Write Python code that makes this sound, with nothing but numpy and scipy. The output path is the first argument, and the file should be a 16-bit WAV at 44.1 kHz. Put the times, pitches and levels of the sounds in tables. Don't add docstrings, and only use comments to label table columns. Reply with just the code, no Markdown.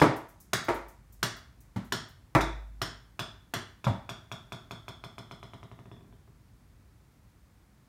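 import sys
import numpy as np
from scipy import signal
from scipy.fft import rfft, irfft, next_fast_len
from scipy.io import wavfile

SR = 44100
rng = np.random.default_rng(int(sys.argv[2]) if len(sys.argv) > 2 else 0)


def to_wav(s):
    ch = np.atleast_2d(s).T
    pcm = np.round(np.clip(ch, -1, 1) * 32767)
    wavfile.write(sys.argv[1], SR, pcm.astype(np.int16))


N = 347508
LENGTH = 32768
T = np.arange(LENGTH) / SR
HZ = np.fft.rfftfreq(LENGTH, 1 / SR)

# start_s, speed_db, contact_ms, extra_ring_db, extra_upper_ring_db
BALL_HITS = [(0.0, 1.5, 0.86, 0, 10), (0.532, 10.5, 0.67, -5, 6), (1.2286, 9.5, 0.71, -4.5, 8),
             (1.922, 7.5, .75, -9, 7.5), (2.408, 4, 0.88, -5, 5), (2.8162, 6, 0.75, -10, 11),
             (3.1928, 3, .86, .8, 3), (3.5372, 5.5, 0.72, -1, -6), (3.843, -1, .89, 0, 2),
             (5.915, -14.5, 1.2, 21, 26), (6.126, -16, 1.4, 15, 8), (6.277, -17.5, 1.1, -3, 1)]
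# start_s, thump_hz, thump_db, body_hz, body_db, rap_db, rap_top_hz, boom_db
WOOD_KNOCKS = [(0.0159, 136.5, -23, 316, -19.5, -19, 1442, -60),
               (0.684, 110, -42, 353, -29.5, -27.5, 1930, -42),
               (1.761, 119, -35.5, 184, -33.5, -44, 2180, -57.5),
               (2.3501, 131.5, -24, 328, -24.5, -21.5, 3297, -29.5),
               (3.867, 117.5, -23.5, 183, -39.5, -31, 1100, -66),
               (3.8723, 116, -27, 193, -35, -47, 1200, -77)]
# start_s, level_db
STRAY_TICKS = [(0.287, -62), (0.742, -54.5)]

# pitch_hz, width_hz, level_db
FLOOR_MODES = [(110, 30, 2), (152.6, 18, -2), (244, 25, -5), (362, 94, -10.5)]
RING_MODES = [(3184, 80, -17.5), (3440, 110, 1)]
UPPER_RING_MODES = [(5055, 88, -1.5), (5350, 210, 0)]
CRACK_MODES = [(3182, 400, -7.5), (3950, 760, 0), (5723, 550, -4.5), (6770, 390, -4), (8460, 650, -9),
               (9180, 780, -13), (11370, 910, -14.5), (14000, 2500, -13)]
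WOOD_MODES = [(565, 45, -5), (664, 57, -2.5), (794, 37, -4), (934, 88, -1.5), (1150, 45, -5.5),
              (1326, 90, -6.5), (1478, 60, -9), (1850, 470, -11.5), (2060, 140, -11.5), (2288, 120, -10.5),
              (2450, 150, -18.5)]

# frequency_hz, gain_db
CLACK_EQ = [(200, -41), (480, -18), (560, -3), (670, 2), (790, -4.5), (1000, -1), (1350, -1), (1700, -1.5),
            (2200, -6), (2650, -11.5), (3100, -13), (5000, -41.5)]
PUSH_EQ = [(100, -7), (700, -1.5), (1300, 0), (1900, -6.5), (2500, 11), (3400, -4), (9000, -7.5)]
EDGE_EQ = [(1500, -54.5), (2800, 3.5), (3800, 0.5), (5500, -5), (8000, -8.5), (12000, -14), (16000, -14.5)]
TICK_EQ = [(2000, -36), (4500, -11), (6300, -2.5), (9000, -4), (13000, 3), (16000, 2)]
AIR_EQ = [(15, -34.5), (30, -21.5), (40, -5), (52, 2), (70, -3), (110, -3.5), (160, -11.5), (220, -13.5),
          (320, -19.5), (500, -27), (1000, -27.5), (2200, -33), (2900, -38.5), (3600, -37.5), (16000, -44)]

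# base_db, db_per_speed_db, loss_per_db_below_gentle
THUD_RESPONSE = (-42.5, 0.78, 0.17)
CLACK_RESPONSE = (-42, 1.165, 0.73)
RING_RESPONSE = (-47, 1.54, 2.15)
UPPER_RESPONSE = (-60, .9, 3.7)
CRACK_RESPONSE = (-50, 1.7, 1.7)

# frequency_hz, t60_s
ROOM_DECAY = [(100, 0.38), (260, 0.31), (700, 0.43), (1800, 0.45), (4800, 0.41), (8000, 0.34),
              (14000, 0.16)]
# time_s, gain_db
RUMBLE_RIDE = [(0, -2.5), (1.501, 1), (3.001, -1), (5.2, -.5), (6.299, 0), (7.1, -1.5), (7.85, -6.5)]


def ball(floor_tilt_db=4.5, clack_tilt_db=4.0, reflection_s=.0068, max_crack_lag_s=.0012):
    out, spot_echo = np.zeros(N), room_tail()
    upper, crack = resonant(UPPER_RING_MODES, skirt=.17), resonant(CRACK_MODES, skirt=.21)
    floor, clack = resonant(FLOOR_MODES, skirt=.4), shaped(CLACK_EQ)
    floor_octaves = np.log2(np.clip(HZ / FLOOR_MODES[0][0], 1, 4))
    clack_octaves = np.log2(np.clip(HZ, 600, 2200) / 600)
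    push = irfft(shaped(PUSH_EQ))
    push /= np.linalg.norm(push)
    for start_s, speed_db, contact_ms, extra_ring_db, extra_upper_db in BALL_HITS + free_bounces():
        force = np.clip((.92 - contact_ms) / .2, 0, 1)
        change = np.clip(.35 + .5 * force, 0, 1)
        echo = np.sqrt(1 - change ** 2) * spot_echo + change * room_tail()
        notches = contact_notches(contact_ms, fill=amp(-12 + 4 * force))
        grit = contact(t60_s=.014, rise_s=.001)
        reflection = np.roll(contact(t60_s=.012), round(reflection_s * SR))
        floor_tilt = causal(amp(floor_tilt_db * force * floor_octaves))
        thud = strike(amp(-6.5) * push + echo, floor * floor_tilt)
        add(out, start_s, layer_gain(THUD_RESPONSE, speed_db) * thud)
        softness = lowpass(2100 / contact_ms ** 2)
        brightness = causal(amp(clack_tilt_db * force * clack_octaves))
        tap = amp(-2 + 14 * (min(contact_ms, 1.15) - .92) - 7 * force) * push
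        clacking = strike(tap + amp(1) * force * grit + echo, clack * softness * brightness * notches)
        add(out, start_s, layer_gain(CLACK_RESPONSE, speed_db) * clacking)
        damping = 1 + 1.1 * force ** 2
        ring = resonant([(hz, width * damping, db) for hz, width, db in RING_MODES], skirt=.26)
        squeeze = amp(-9) * push + amp(-7.5) * force * grit + echo
        ring_gain = layer_gain(RING_RESPONSE, speed_db) * amp(extra_ring_db)
        upper_gain = layer_gain(UPPER_RESPONSE, speed_db) * amp(extra_upper_db)
        add(out, start_s, ring_gain * strike(squeeze, ring * notches))
        add(out, start_s, upper_gain * strike(squeeze, upper))
        snap = amp(-4.5 + 4.9 * force) * grit + amp(-2.5) * (1 - force) * reflection + echo
        cracking = strike(snap, crack * lowpass(12500 / contact_ms ** 2) * notches)
        add(out, start_s + max_crack_lag_s * force, layer_gain(CRACK_RESPONSE, speed_db) * cracking)
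    return out


def free_bounces(count=20, start_s=4.09193, flight_s=.22384, restitution=.936, friction_s=.00405):
    rows = []
    for _ in range(count):
        speed = flight_s / .24
        contact_ms = .89 / speed ** .19
        rows.append((start_s, 20 * np.log10(speed), contact_ms, 0, 0))
        start_s += flight_s
        flight_s = restitution * flight_s - friction_s
    return rows


def layer_gain(response, speed_db, gentle_db=-6):
    base_db, growth, loss = response
    return amp(base_db + growth * speed_db - loss * max(gentle_db - speed_db, 0))


def contact_notches(contact_ms, fill):
    cycles = np.maximum(HZ * contact_ms / 1000, 1.25)
    lobes = np.cos(np.pi * (cycles - .25))
    return causal(np.hypot(lobes, fill))


def knocks(thump_width_hz=28, body_width_hz=42, edge_db_per_octave=1.5):
    out, rap, edge = np.zeros(N), resonant(WOOD_MODES, skirt=.25), shaped(EDGE_EQ)
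    push = 1.0 * (T == 0)
    for start_s, thump_hz, thump_db, body_hz, body_db, rap_db, top_hz, _ in WOOD_KNOCKS:
        blow, echo = contact(t60_s=.044, rise_s=.00088), room_tail()
        thump = resonant([(thump_hz, thump_width_hz, 0)], skirt=1)
        body = resonant([(.75 * body_hz, body_width_hz, -9), (body_hz, body_width_hz, 0),
                         (1.3 * body_hz, 2 * body_width_hz, -11)], skirt=.65)
        dulled_rap = rap * lowpass(top_hz)
        add(out, start_s, amp(thump_db) * strike(amp(2) * push + amp(-4.5) * blow + echo, thump))
        add(out, start_s, amp(body_db) * strike(amp(-7.5) * push + amp(-6) * blow + echo, body))
        add(out, start_s, amp(rap_db) * strike(amp(-8.5) * push + amp(-2) * blow + echo, dulled_rap))
        edge_db = (body_db + rap_db) / 2 - 16.5 + edge_db_per_octave * np.log2(top_hz / 2000)
        grit = amp(-4.5) * (top_hz / 2500) ** 2 * contact(t60_s=.025)
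        add(out, start_s, amp(edge_db) * strike(grit + echo, edge))
    return out


def room_booms(pitch_hz=52, t60_s=1.66, rise_s=.015, lag_s=.006):
    out, t = np.zeros(N), np.arange(2 * SR) / SR
    envelope = amp(-60 * t / t60_s) * (1 - np.exp(-t / rise_s))
    boom = envelope * np.sin(2 * np.pi * pitch_hz * t)
    for start_s, *_, boom_db in WOOD_KNOCKS:
        add(out, start_s + lag_s, amp(boom_db) * boom)
    return out


def ticks(count=9, first_s=.1615, period_s=.2406, first_db=-55.5, fade_db_per_s=6):
    out, snap = np.zeros(N), shaped(TICK_EQ)
    run = [(first_s + t, first_db - fade_db_per_s * t) for t in period_s * np.arange(count)]
    for start_s, level_db in run + STRAY_TICKS:
        click = amp(-10.5) * contact(t60_s=.0065)
        add(out, start_s, amp(level_db) * strike(click + room_tail(), snap))
    return out


def room_tail(predelay_s=.0018, build_s=.0013, early_boost=.56, early_s=.011):
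    hz, t, noise = signal.stft(rng.standard_normal(LENGTH), SR, nperseg=256)
    decay = amp(-60 * t / along(ROOM_DECAY, hz)[:, None])
    tail = signal.istft(noise * decay, SR, nperseg=256)[1][:LENGTH]
    onset = 1 - np.exp(-np.maximum(T - predelay_s, 0) / build_s)
    tail *= onset * (1 + early_boost * np.exp(-T / early_s))
    return tail / np.linalg.norm(tail)


def room_tone(level_db=-57.5, rumble_top_hz=130):
    hz = np.fft.rfftfreq(N, 1 / SR)
    noise = irfft(rfft(rng.standard_normal(N)) * amp(along(AIR_EQ, hz)), N)
    rumble = irfft(rfft(noise) / (1 + (hz / rumble_top_hz) ** 4), N)
    hiss = noise - rumble
    ride = amp(np.interp(np.arange(N) / SR, *np.transpose(RUMBLE_RIDE)))
    return amp(level_db) * (hiss + ride * rumble) / noise.std()


def contact(t60_s, rise_s=.0002):
    burst = rng.standard_normal(LENGTH) * amp(-60 * T / t60_s) * (1 - np.exp(-T / rise_s))
    return burst / np.linalg.norm(burst)


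def strike(excitation, response):
    sound = irfft(rfft(excitation) * response)
    return sound / np.sqrt(np.mean(sound[:SR // 25] ** 2))


def resonant(modes, skirt):
    power = sum(amp(db) ** 2 / (1 + (2 * (HZ - hz) / width) ** 2) for hz, width, db in modes)
    octaves_outside = np.log2((HZ + 1) / np.clip(HZ + 1, modes[0][0], modes[-1][0]))
    return causal(np.sqrt(power) / (1 + (octaves_outside / skirt) ** 2))


def shaped(curve):
    return causal(amp(along(curve, HZ)))


def lowpass(cutoff_hz):
    return causal(1 / np.sqrt(1 + (HZ / cutoff_hz) ** 4))


def causal(gain):
    cepstrum = irfft(np.log(np.maximum(gain, 1e-6)))
    cepstrum[1:LENGTH // 2] *= 2
    cepstrum[LENGTH // 2 + 1:] = 0
    return np.exp(rfft(cepstrum))


def along(curve, hz):
    points_hz, values = np.transpose(curve)
    return np.interp(np.log(hz + 1), np.log(points_hz + 1), values)


def amp(db):
    return 10 ** (np.asarray(db) / 20)


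def add(track, start_s, sound):
    part = track[max(round(start_s * SR), 0):][:len(sound)]
    part += sound[:len(part)]


def scene():
    return (ball() + knocks() + room_booms() + ticks() + room_tone())[None]


def record(dry, top_hz=15900):
    size = next_fast_len(N + SR)
    high_cut = 1 / (1 + (np.fft.rfftfreq(size, 1 / SR) / top_hz) ** 160)
    return irfft(rfft(dry, size) * high_cut, size)[:, :N]


dry = scene()
out = record(dry)
to_wav(out)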